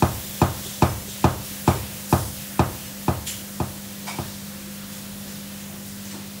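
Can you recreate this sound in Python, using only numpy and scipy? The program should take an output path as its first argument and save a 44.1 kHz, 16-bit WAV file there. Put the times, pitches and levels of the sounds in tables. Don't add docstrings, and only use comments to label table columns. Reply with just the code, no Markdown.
import sys
import numpy as np
from scipy import signal
from scipy.fft import rfft, irfft
from scipy.io import wavfile
from scipy.ndimage import uniform_filter1d

SR = 44100
rng = np.random.default_rng(int(sys.argv[2]) if len(sys.argv) > 2 else 0)


def voltage_ratio(level):
    return 10 ** (np.asarray(level, float) / 20)


def waveform_to_disk(signal):
    frames = np.transpose(np.atleast_2d(signal))
    scaled = np.clip(frames, -1, 1) * 32767
    samples = np.round(scaled).astype(np.int16)
    wavfile.write(sys.argv[1], SR, samples)


N = 282240

# (time [s], peak level [dB], softness of contact [ms])
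KNOCK_EVENTS = [
    (0.023, -9.5, 0.1),
    (0.416, -9, 0.092),
    (0.822, -8.5, 0.088),
    (1.242, -8.5, 0.088),
    (1.677, -8.5, 0.12),
    (2.126, -9, 0.11),
    (2.593, -10, 0.08),
    (3.081, -12.5, 0.13),
    (3.601, -16.5, 0.17),
    (4.186, -21.5, 0.15),
]


def level(x, db):
    return x * voltage_ratio(db) / np.sqrt(np.mean(x ** 2))


def walk(rate_hz, size=N):
    hold = int(SR / rate_hz)
    steps = np.repeat(rng.standard_normal(size // hold + 1), hold)
    return 1.3 * uniform_filter1d(uniform_filter1d(steps, hold), hold)[:size]


def band(x, hz, width_hz):
    return signal.lfilter(*signal.iirpeak(hz, hz / width_hz, fs=SR), x)


def band_noise(size, hz, width_hz):
    return band(band(rng.standard_normal(size), hz, width_hz), hz, width_hz)


def fade(t, t60_s):
    return (t >= 0) * np.exp(-np.log(1000) * np.maximum(t, 0) / t60_s)


def flow(spectrum, flicker_db, count):
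    hz = np.maximum(np.fft.rfftfreq(N, 1 / SR), 1)
    f, db = np.transpose(spectrum)
    shape = voltage_ratio(np.interp(np.log(hz), np.log(f), db, left=-90, right=-90))
    place = np.interp(np.log(hz), np.log(f[[0, -1]]), [0, count - 1])
    noise = rfft(rng.standard_normal(N)) * shape
    total = np.zeros(N)
    for k in range(count):
        part = irfft(noise * np.clip(1 - abs(place - k), 0, 1), N)
        total += part * voltage_ratio(flicker_db * walk(9))
    return level(total, 0)


def speed():
    last_turns_per_s = 1.41
    knock_s = np.transpose(KNOCK_EVENTS)[0]
    turns_per_s = np.append(1 / np.diff(knock_s), last_turns_per_s)
    at_s = np.append((knock_s[1:] + knock_s[:-1]) / 2, N / SR)
    return np.interp(np.arange(N) / SR, at_s, turns_per_s / turns_per_s[0])


def shake(t60_s):
    full_blow_db = -9
    t = np.arange(N) / SR
    first_s = KNOCK_EVENTS[0][0]
    turn_s = KNOCK_EVENTS[1][0] - first_s
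    earlier = [(first_s - k * turn_s, full_blow_db, 0) for k in range(1, 4)]
    total = sum(voltage_ratio(db - full_blow_db) * fade(t - s, t60_s) for s, db, _ in earlier + KNOCK_EVENTS)
    return uniform_filter1d(total, SR // 50)


def floor_sway():
    # (time [s], level [dB], length [s])
    floor_bumps = [
        (4.05, -70, 0.18),
        (5.27, -51, .2),
        (5.88, -58.5, .1),
    ]
    rest_db, shaken_db, settle_t60_s = -64, -44.5, 0.98
    t = np.arange(N) / SR
    moving = voltage_ratio(rest_db) + voltage_ratio(shaken_db) * shake(settle_t60_s)
    for s, db, long_s in floor_bumps:
        moving = moving + voltage_ratio(db) * np.exp(-((t - s) / long_s) ** 2)
    return moving * level(band_noise(N, 45, 25), 0)


def drum():
    # (frequency [Hz], level [dB per Hz])
    hiss_spectrum = [(3240, -17), (5500, -4.5), (6190, -4), (10600, -2), (11300, -2.5), (15200, -1.5),
                     (15700, 2.5)]
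    # (frequency [Hz], level [dB per Hz])
    rumble_spectrum = [(40, -43), (70, -15), (110, -10.5), (170, -2.5), (250, -6.5), (350, -10.5),
                       (450, -14), (560, -9), (770, -14.5), (2000, -17), (2600, -41)]
    # (frequency [Hz], level [dB per Hz])
    wash_spectrum = [(710, -11), (1200, -9), (1680, -2), (2340, 0), (2920, 1.5), (3650, 1), (7500, -4),
                     (9750, -20), (16500, -120)]
    hiss_db, rumble_db, wash_db = -37, -44, -41.5
    hiss_power, rumble_power, wash_power = 1.31, 0.31, 0.78
    slosh_db, slosh_rate_hz = 0.62, 11
    v = speed()
    slosh = voltage_ratio(slosh_db * walk(slosh_rate_hz))
    hiss = voltage_ratio(hiss_db) * v ** hiss_power * slosh * flow(hiss_spectrum, 0.7, count=4)
    rumble = voltage_ratio(rumble_db) * v ** rumble_power * flow(rumble_spectrum, 1.27, count=8)
    wash = voltage_ratio(wash_db) * v ** wash_power * slosh * flow(wash_spectrum, 1.2, count=8)
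    return hiss + rumble + wash


def whine():
    hz, start_db, fall_db_per_s = 516.5, -52.5, 0.7
    t = np.arange(N) / SR
    strength = np.sqrt(2) * voltage_ratio(start_db - fall_db_per_s * t + 0.84 * walk(8))
    return strength * np.sin(2 * np.pi * hz * t + 0.17 * walk(6.2))


def pump():
    # (frequency [Hz], level against the 200 Hz line [dB], wobble [dB])
    hum_lines = [(50, -24, 2.0), (100, -14.5, 2.0), (150, -11, 1.2), (200, 0, .4), (86, -16, 2.5),
                 (114, -16, 2.5), (172, -23, 2.5), (287, -21, 1.5), (345, -20, 2.0), (400, -25, 2.0)]
    rest_db, rock_db, rock_t60_s = -38.5, -6.5, 2.0
    t = np.arange(N) / SR
    lines = np.zeros(N)
    for hz, db, wobble_db in hum_lines:
        strength = voltage_ratio(db + wobble_db * np.clip(walk(7), -2, 2))
        phase = 0.12 * wobble_db * walk(4.4) + 7 * rng.random()
        lines += strength * np.sin(2 * np.pi * hz * t + phase)
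    return np.sqrt(2) * voltage_ratio(rest_db + rock_db * shake(rock_t60_s)) * lines


def drain():
    # (time [s], rms level [dB], rise [s], t60 [s], hollow [index, rounded])
    spurt_events = [(.18, -41, .03, 0.9, 6), (0.329, -41, 0.025, 1.3, 6), (.62, -34.5, 0.031, 1, 6),
                    (.815, -31.5, 0.0086, 0.39, 1.5), (1.67, -30.5, 0.01, 0.42, 2.5),
                    (1.66, -34, 0.016, .5, -0.5), (2.088, -33, .01, 1.7, 1), (2.13, -40, .05, 0.7, 6),
                    (3.262, -25.5, 0.013, 0.48, 0), (3.82, -45.5, 0.018, 0.43, 6),
                    (4.066, -27, 0.013, 0.44, 2), (1.06, -36, .04, .8, 6), (1.42, -36, .04, .6, 1),
                    (2.8, -41, .05, 1, 4), (4.24, -43, .04, 1.1, 4.5), (4.9, -43, .03, .5, 6),
                    (5.1, -48, .02, 0.37, 3), (4.58, -44.5, .03, .5, 4), (4.73, -43, .02, 0.35, 1),
                    (5.58, -45.5, 0.037, 0.77, 3), (5.84, -39, 0.027, 0.56, 1), (6.33, -47, .02, .4, 1),
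                    (6.050, -43, 0.0055, 0.41, 3), (6.110, -38, .002, 0.26, 4),
                    (6.128, -34, 0.019, 0.35, 5)]
    # (frequency [Hz], width [Hz], level [dB])
    hollow_modes = [
        [(3150, 850, 2.5), (2200, 1300, -3), (4200, 2400, -2.5), (7300, 1500, 2.5), (5700, 2500, -1),
         (10500, 4400, 2), (14000, 4000, -6)],
        [(5340, 3000, -3.5), (10300, 6700, 2.5), (14700, 3800, -4)],
        [(930, 250, 0), (690, 250, -6), (1530, 1500, -5.5), (2290, 150, -2), (2570, 240, -10), (4900, 350, -9),
         (5590, 260, -6.5), (3460, 3000, -5), (8000, 5500, -3)],
        [(6660, 1500, 0)],
        [(8100, 900, 0), (5000, 3300, 1), (2000, 2700, -1)],
        [(740, 700, -1), (295, 160, 1), (4570, 2800, -4)],
        [(3480, 900, 3), (6860, 4500, 5.5)],
    ]
    t, out = np.arange(SR) / SR, np.zeros(N + SR)
    for s, db, rise_s, t60_s, which in spurt_events:
        spit = 0
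        for hz, width_hz, gain_db in hollow_modes[round(which)]:
            ring = level(band_noise(SR, hz, width_hz), gain_db)
            spit = spit + ring * voltage_ratio(0.9 * walk(110, size=SR))
        out[int(s * SR):][:SR] += level(spit, db) * np.minimum(t / rise_s, 1) * fade(t, t60_s)
    return out[:N]


def taps():
    # (time [s], peak level [dB], frequency [Hz])
    tap_events = [(0.249, -41, 371), (0.659, -31, 387), (1.082, -35, 394), (1.359, -36, 376),
                  (1.511, -34, 310), (1.758, -25, 390), (2.699, -33, 365), (3.414, -46, 301),
                  (4.673, -40, 358), (5.29, -43, 360), (5.737, -45, 401)]
    t = np.arange(N) / SR
    return sum(voltage_ratio(db) * fade(t - s, 0.076) * np.sin(2 * np.pi * hz * (t - s)) for s, db, hz in tap_events)


def cabinet():
    # (frequency [Hz], level [dB], t60 [s], first motion [1 toward, -1 away from phone])
    panel_modes = [(74, -19.5, 0.193, -1), (92, -16.2, 0.279, 1), (113, -25.7, 0.395, 1),
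                   (133, -16.7, 0.251, -1), (153, -18.0, 0.111, -1), (184, -17.3, 0.175, 1),
                   (234, -15.5, 0.12, 1), (291, -44.1, 0.375, -1), (344, -14.0, 0.106, -1),
                   (357, -46.4, 0.75, 1), (402, -30.4, 0.249, -1), (442, -24.4, 0.146, 1),
                   (564, -44.1, 0.25, -1), (644, -29.4, 0.26, -1), (658, -19.3, 0.081, 1),
                   (696, -22.5, 0.08, -1), (739, -20.3, 0.114, 1), (811, -23.5, 0.198, -1),
                   (855, -14.0, 0.062, -1), (906, -20.0, 0.029, -1), (957, -42.8, 0.305, 1),
                   (1019, -12.9, 0.028, 1), (1132, -31.0, 0.207, 1), (1229, -25.4, 0.164, 1),
                   (1267, -31.3, 0.242, 1), (1613, -37.0, 0.158, 1), (1763, -32.7, 0.126, -1),
                   (2450, -20.4, 0.043, -1), (2629, -21.3, 0.016, 1), (2912, -34.6, 0.05, -1),
                   (479, -35.5, 0.13, -1), (524.5, -32, 0.22, 1), (585, -30.5, .2, -1), (622, -29, 0.24, 1),
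                  (1430, -38.5, .15, -1), (1560, -32, .17, 1)]
    # (frequency [Hz], level [dB], t60 [s])
    rattle_bands = [(86, -38.5, 1.25), (127, -34, 1.13), (317, -33, 0.6), (550, -26, 0.27),
                    (674, -29.5, 0.49), (1025, -26, 0.43), (1640, -37, 0.33), (2030, -29, 0.056),
                    (2970, -34.5, 0.44), (3620, -25.5, 0.087), (5200, -20, 0.062), (8000, -21, .05),
                    (13000, -36, .06)]
    t = np.arange(SR // 2) / SR
    ring = 0
    for hz, db, t60_s, way in panel_modes:
        late = t - 0.0214 / np.sqrt(hz)
        ring = ring + np.sign(way) * voltage_ratio(db) * fade(late, t60_s) * np.sin(2 * np.pi * hz * late)
    for hz, db, t60_s in rattle_bands:
        noise = level(band_noise(len(t), hz, 0.73 * hz), db)
        ring = ring + noise * fade(t, t60_s) * np.minimum(t * hz / 12.4, 1)
    return ring


def floor_thud():
    # (frequency [Hz], level [dB], t60 [s])
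    board_modes = [(73.1, -23, 0.4), (103, -20.5, .3)]
    rise_s = 0.058
    t = np.arange(SR // 2) / SR
    boom = sum(voltage_ratio(db) * fade(t, t60_s) * np.sin(2 * np.pi * hz * t) for hz, db, t60_s in board_modes)
    return boom * np.minimum(t / rise_s, 1)


def knocks():
    rebound_s, lead_s = 0.07, 0.00076
    ring, thud, out = cabinet(), floor_thud(), np.zeros(N + SR)
    for s, db, soft_ms in KNOCK_EVENTS:
        jitter, spread = rng.standard_normal(2)
        keep = np.exp(-1000 / (SR * max(soft_ms, 0.01)))
        blow = signal.lfilter([1 - keep], [1, -keep], ring)
        out[int((s - lead_s) * SR):][:len(ring)] += voltage_ratio(db + 10.0) * blow
        rebound = int((s + rebound_s + 0.002 * jitter) * SR)
        out[rebound:][:len(ring)] += voltage_ratio(db + 8.0 + 2.5 * spread) * thud
    return out[:N]


def scene():
    mono = floor_sway() + drum() + whine() + pump() + drain() + taps() + knocks()
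    return np.tile(mono, (2, 1))


def patches(x, count, size):
    side = np.zeros(N)
    window = np.hanning(size)
    for when, where in rng.random((count, 2)):
        i = 800 + 1024 * int(when * (N // 1024 - 3))
        hz = 4700 * 3.2 ** where
        spectrum = rfft(x[i:i + size] * window)
        inside = abs(np.fft.rfftfreq(size, 1 / SR) - hz) < 0.04 * hz + 400
        scrambled = abs(spectrum) * inside * np.exp(7j * rng.random(len(inside)))
        side[i:i + size] += irfft(scrambled, size) * window
    return side * voltage_ratio(1.5)


def band_limit(x):
    return signal.sosfilt(signal.butter(12, 17090, fs=SR, output="sos"), x)


def record(dry):
    bass_cut = signal.butter(2, 30, "high", fs=SR, output="sos")
    top_cut = signal.ellip(10, 0.2, 70, 15730, fs=SR, output="sos")
    trimmed = signal.sosfilt(bass_cut, dry)
    side = patches(trimmed[0], count=34, size=2048)
    mix = signal.sosfilt(top_cut, trimmed + [side, -side])
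    return band_limit(mix)


dry = scene()
out = record(dry)
waveform_to_disk(out)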